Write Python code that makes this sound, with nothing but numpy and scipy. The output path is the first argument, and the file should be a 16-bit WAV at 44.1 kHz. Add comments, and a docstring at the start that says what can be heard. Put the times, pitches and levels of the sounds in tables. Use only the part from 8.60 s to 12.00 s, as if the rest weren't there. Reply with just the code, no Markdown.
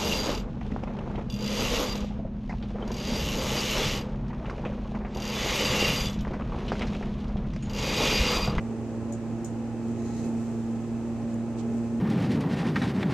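"""Inside a moving hydraulic elevator cab, close to the foot of its steel door.
Throughout, pump harmonics hum, noise-driven cab resonances rumble and coloured noise hisses as air.
Metal ticks sharply twice (cracks, decaying modes, noise tails); then a thin rustle rises and something
brushes softly past (grainy noise). Late on, a faint tick beside a short scuff, a second scuff and
a last faint tick."""
import sys
import numpy as np
from scipy import signal
from scipy.fft import rfft, irfft
from scipy.io import wavfile

SR = 44100
rng = np.random.default_rng(int(sys.argv[2]) if len(sys.argv) > 2 else 0)


def unload_wav(signal):
    """Save mono or channel-first audio to the path in sys.argv[1] as 16-bit WAV at rate SR, clipped to [-1, 1]."""
    wavfile.write(
        sys.argv[1],
        SR,
        np.round(np.clip(np.atleast_2d(signal).T, -1, 1) * 32767).astype(np.int16),
    )


N = 149940
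T = np.arange(N) / SR
HZ = np.maximum(np.fft.rfftfreq(N, 1 / SR), 1)


def from_db(db):
    """Decibels to amplitude gain."""
    return 10 ** (np.asarray(db) / 20)


def rms_one(x):
    """Scale to unit rms."""
    return x / np.sqrt(np.mean(x ** 2) + 1e-20)


def in_time(rows):
    """Control curve, linear between rows, at every sample."""
    return np.interp(T, *np.transpose(rows))


def in_hz(rows):
    """Spectral curve, linear over log frequency, at every FFT bin."""
    hz, value = np.transpose(rows)
    return np.interp(np.log(HZ), np.log(hz), value)


def drift(corner_hz):
    """Low-passed noise without DC: random wander of unit rms."""
    lowpass = (HZ > 1) / (1 + (HZ / corner_hz) ** 2)
    return rms_one(irfft(rfft(rng.standard_normal(N)) * lowpass, N))


def diffuse(gain):
    """Stereo noise of a given colour, alike in the bass, mostly unrelated in the treble; unit rms."""
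    # left-right likeness of diffuse sound: f/Hz, correlation
    likeness = [(40, 0.56), (250, 0.85), (600, 0.98), (1300, 0.78), (2900, 0.51), (6200, 0.0026),
                (13000, 0.085)]
    mid, side = rfft(rng.standard_normal((2, N)))
    alike = np.clip(in_hz(likeness), -1, 1)
    common = np.sqrt(1 + alike) * mid
    opposed = np.sqrt(1 - alike) * side * [[1], [-1]]
    return rms_one(irfft(gain * (common + opposed), N))


def dying(start_s, t60_s):
    """Instant attack, exponential decay by 60 dB per t60."""
    return (T >= start_s) * np.exp(-np.log(1000) * np.clip((T - start_s) / t60_s, 0, 10))


def tone(phase, waver):
    """Unit-rms partial whose level and phase waver as the cab shakes."""
    waver_hz = 14
    shake = (drift(waver_hz) + 1j * drift(waver_hz)) * waver
    start_phase = rng.uniform(0, 2 * np.pi)
    return rms_one(np.real((1 + shake) * np.exp(1j * (phase + start_phase))))


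def pump():
    """Harmonics of the pump's pressure pulses, the lowest beating with mains hum; motor tone below."""
    # pump pulse rate: t/s, f/Hz
    pulse_rate = [(0, 114.1), (.65, 114.2), (1.0, 115.0), (1.4, 115.6), (1.85, 115.1), (2.15, 114.5),
                  (2.45, 115.5), (2.85, 115.3), (3.1, 115.9), (3.4, 115.7)]
    # second harmonic, the strongest: t/s, level/dB
    drone = [(0, -33.5), (.55, -35.5), (1.3, -33), (1.39, -33.5), (1.5, -32.5), (1.76, -29.5),
             (1.95, -32.5), (2.11, -29), (2.24, -35), (2.39, -30), (2.56, -33), (2.76, -30), (2.87, -32.5),
             (2.97, -32), (3.14, -28.5), (3.26, -30.5), (3.3, -31.5), (3.35, -28)]
    # fifth harmonic, a whine: t/s, level/dB
    whine = [(0, -54), (.2, -55.5), (.52, -47.5), (.8, -58), (1.6, -57.5), (2.3, -58.5), (2.7, -49),
             (2.9, -54.5), (3.4, -52)]
    # other harmonics: multiple of pulse rate, level/dB, waver share
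    partials = [(3, -44.5, 0.7), (4, -60.5, 1), (6, -66, 0.33), (7, -61.5, 0.4), (8, -68, 0.55),
                (9, -64.5, .6), (10, -70, 0.76), (11, -68, 0.77), (15, -79, .6)]
    pulse_db, motor_db, motor_hz = -40.5, -56, 59.2
    mains_hz, throb_share, throb_swell_s = 120, .22, 2.36

    phase = 2 * np.pi * np.cumsum(in_time(pulse_rate)) / SR
    beat = 2 * np.pi * mains_hz * T - phase
    swell_beat = np.interp(throb_swell_s, T, beat)  # throb peaks at this time
    throb = 1 + throb_share * np.cos(beat - swell_beat)
    hum = from_db(pulse_db) * throb * tone(phase, waver=.08)
    hum = hum + from_db(in_time(drone)) * tone(2 * phase, waver=.1)
    hum = hum + from_db(in_time(whine)) * tone(5 * phase, waver=.3)
    for multiple, db, waver in partials:
        hum = hum + from_db(db) * tone(round(multiple) * phase, waver)
    return hum + from_db(motor_db) * tone(2 * np.pi * motor_hz * T, waver=.25)


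def cab():
    """The ride stirs the cab's resonances as noise bands; air hisses steadily."""
    # cab resonances: f/Hz, nominal width/Hz, level before ride curve/dB
    resonances = [(85.6, 11.5, -51), (148.7, 27, -48), (198.5, 22, -52.5), (237.7, 18, -48),
                  (270.8, 27, -47), (314, 16.3, -49), (345, 44, -48.5), (404, 21, -51), (439, 4.9, -54),
                  (463.6, 25, -53), (499.7, 13, -54), (673.6, 21, -57), (768, 17, -59.5),
                  (830.4, 27, -56.5), (894, 13, -62.5), (1317, 13, -69), (2570, 88, -69.5)]
    # rumble gain over the ride: t/s, level/dB
    ride = [(0, -1.5), (.2, 0.5), (.43, 1.5), (.55, 0), (1.1, 0), (1.42, 1.5), (1.58, 1), (1.65, 5),
            (1.75, 1.5), (1.95, -1), (2.8, 0), (3.15, 1.5), (3.4, 0)]
    # steady air and running noise: f/Hz, relative density/dB per Hz
    air_colour = [(12, -25), (28, -1), (70, 0.5), (180, -7), (400, -6.5), (580, -3.5), (900, -11),
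                  (1150, -14), (2000, -19.5), (2800, -23.5), (3600, -29), (6000, -30), (8000, -33),
                  (10000, -42), (14000, -46)]
    air_db = -46

    power = 0
    for hz, width_hz, db in resonances:
        peak = 1 / (1 + ((HZ - hz) / (width_hz * 0.74)) ** 2)
        power = power + (from_db(db) * rms_one(peak)) ** 2
    rumble = np.sqrt(power.mean()) * diffuse(np.sqrt(power))
    air = from_db(air_db) * diffuse(from_db(in_hz(air_colour)))
    return from_db(in_time(ride)) * rumble + air


def ticks():
    """Each metal tick is a crack, a few ringing modes and a short tail between the steel walls."""
    # ticks: t/s, level/dB, relative ring level/dB, tail t60/s
    tick_rows = [(0.5233, -44.5, -3.5, 0.13), (0.8458, -41, -12.5, 0.18), (2.742, -52, -6, 0.02),
                 (3.178, -54.5, -10, .05)]
    # modes of the ticking part: f/Hz, relative level/dB, longest t60/s
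    modes = [(5760, -13, .12), (6730, -7, .1), (6800, 0, .12), (6890, -5, .1), (7000, -4, .1),
             (7720, -12, .09)]
    # crack: f/Hz, relative density/dB per Hz
    crack_colour = [(1500, -19), (3000, -7), (5000, -14), (6800, 0), (8500, -5), (10000, -10), (14000, -7)]
    # tail: f/Hz, relative density/dB per Hz
    tail_colour = [(1500, -32), (3000, -20), (5300, -16), (5700, -1), (6150, -9.5), (6900, 5.5),
                   (7300, -11), (7800, -1.5), (8800, -5.5), (9900, -20), (11400, -24), (14000, -22)]
    crack_db, crack_t60_s = 1, .025  # level relative to tail

    out = 0
    crack = diffuse(from_db(in_hz(crack_colour)))
    tail = diffuse(from_db(in_hz(tail_colour)))
    for start_s, db, ring_db, t60_s in tick_rows:
        ring = 0
        for hz, mode_db, mode_t60_s in modes:
            decay = dying(start_s, min(mode_t60_s, t60_s * 1.2))
            cycles = hz * T + rng.random() + .3 * rng.random((2, 1))  # phase differs left to right
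            ring = ring + from_db(mode_db) * decay * np.sin(2 * np.pi * cycles)
        snap = from_db(crack_db) * crack * dying(start_s, crack_t60_s)
        burst = (snap + tail * dying(start_s, t60_s)) / 2
        out = out + from_db(db) * (burst + from_db(ring_db) * ring)
    return out


def brushing():
    """Light, grainy friction as noise: a thin rustle, one long pass and two short scuffs."""
    # thin, airy rustle: t/s, level before grain/dB
    rustle = [(1.15, -82), (1.28, -62.5), (1.35, -73), (1.55, -64), (1.66, -58), (1.71, -63), (1.83, -61.5),
              (2.05, -66.5), (2.5, -70), (3.0, -73), (3.12, -63.5), (3.4, -70.5)]
    # rustle: f/Hz, relative density/dB per Hz
    rustle_colour = [(1500, -11), (3000, 0.5), (6000, 3.5), (7500, 4), (9000, -2.5), (11000, -9.5),
                     (14000, -9)]
    # long soft pass: t/s, level before grain/dB
    brush = [(1.3, -75), (1.38, -61.5), (1.43, -61.5), (1.46, -55.5), (1.52, -58), (1.59, -54.5),
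             (1.62, -57), (1.66, -60), (1.72, -80)]
    # long pass: f/Hz, relative density/dB per Hz
    brush_colour = [(900, -26), (1900, 5), (2500, -5.5), (3500, -10), (4000, 3.5), (4600, -7.5),
                    (5100, -1.5), (5800, -5), (6700, 2), (7300, -6.5), (9500, -14.5), (14000, -25)]
    # scuffs: centre t/s, half length (to 1/e)/s, level before grain/dB, left minus right/dB
    scuffs = [(2.712, .025, -62.5, 1), (2.999, 0.022, -56, -9)]
    # scuffs: f/Hz, relative density/dB per Hz
    scuff_colour = [(1500, -13), (3000, 4), (5000, 3.5), (6500, 1), (8000, 4.5), (9500, -13),
                    (14000, -21.5)]
    grain_rms_db, grain_corner_hz = 1, 75

    out = from_db(in_time(brush)) * diffuse(from_db(in_hz(brush_colour)))
    out = out + from_db(in_time(rustle)) * diffuse(from_db(in_hz(rustle_colour)))
    friction = diffuse(from_db(in_hz(scuff_colour)))
    for centre_s, half_s, db, pan_db in scuffs:
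        side_gain = from_db(db + np.array([[pan_db], [-pan_db]]) / 2)
        out = out + friction * side_gain * np.exp(-((T - centre_s) / half_s) ** 2)
    return out * from_db(grain_rms_db * drift(grain_corner_hz))


def scene():
    """Everything heard in the cab."""
    return pump() + cab() + ticks() + brushing()


def record(dry):
    """Microphone ports ring in the treble; left is thinner and brighter; the top is cut."""
    # port resonances, left then right: f/Hz, width/Hz, boost/dB
    ports = [(7490, 1320, 6), (6500, 720, 5.5)]
    # left minus right sensitivity: f/Hz, level/dB
    mic_balance = [(30, -5), (65, -0.5), (125, -8), (200, -1.5), (600, -.5), (950, -2), (1300, -.3),
                   (4000, -.7), (6200, -3), (7900, 5), (10000, 4), (14000, 2)]
    cutoff_hz, fade_s = 14200, .004

    ported = []
    for x, (hz, width_hz, boost_db) in zip(dry, ports):
        resonance = signal.lfilter(*signal.iirpeak(hz, hz / width_hz, fs=SR), x)
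        ported.append(x + (from_db(boost_db) - 1) * resonance)
    fade = np.clip(np.minimum(T, T[-1] - T) / fade_s, 0, 1)
    side_gain = from_db(in_hz(mic_balance) * [[1], [-1]] / 2)
    heard = irfft(rfft(fade * ported) * side_gain, N)
    # 0.1 dB ripple, 80 dB stopband
    return signal.sosfilt(signal.ellip(12, .1, 80, cutoff_hz, fs=SR, output="sos"), heard)


dry = scene()
out = record(dry)
unload_wav(out)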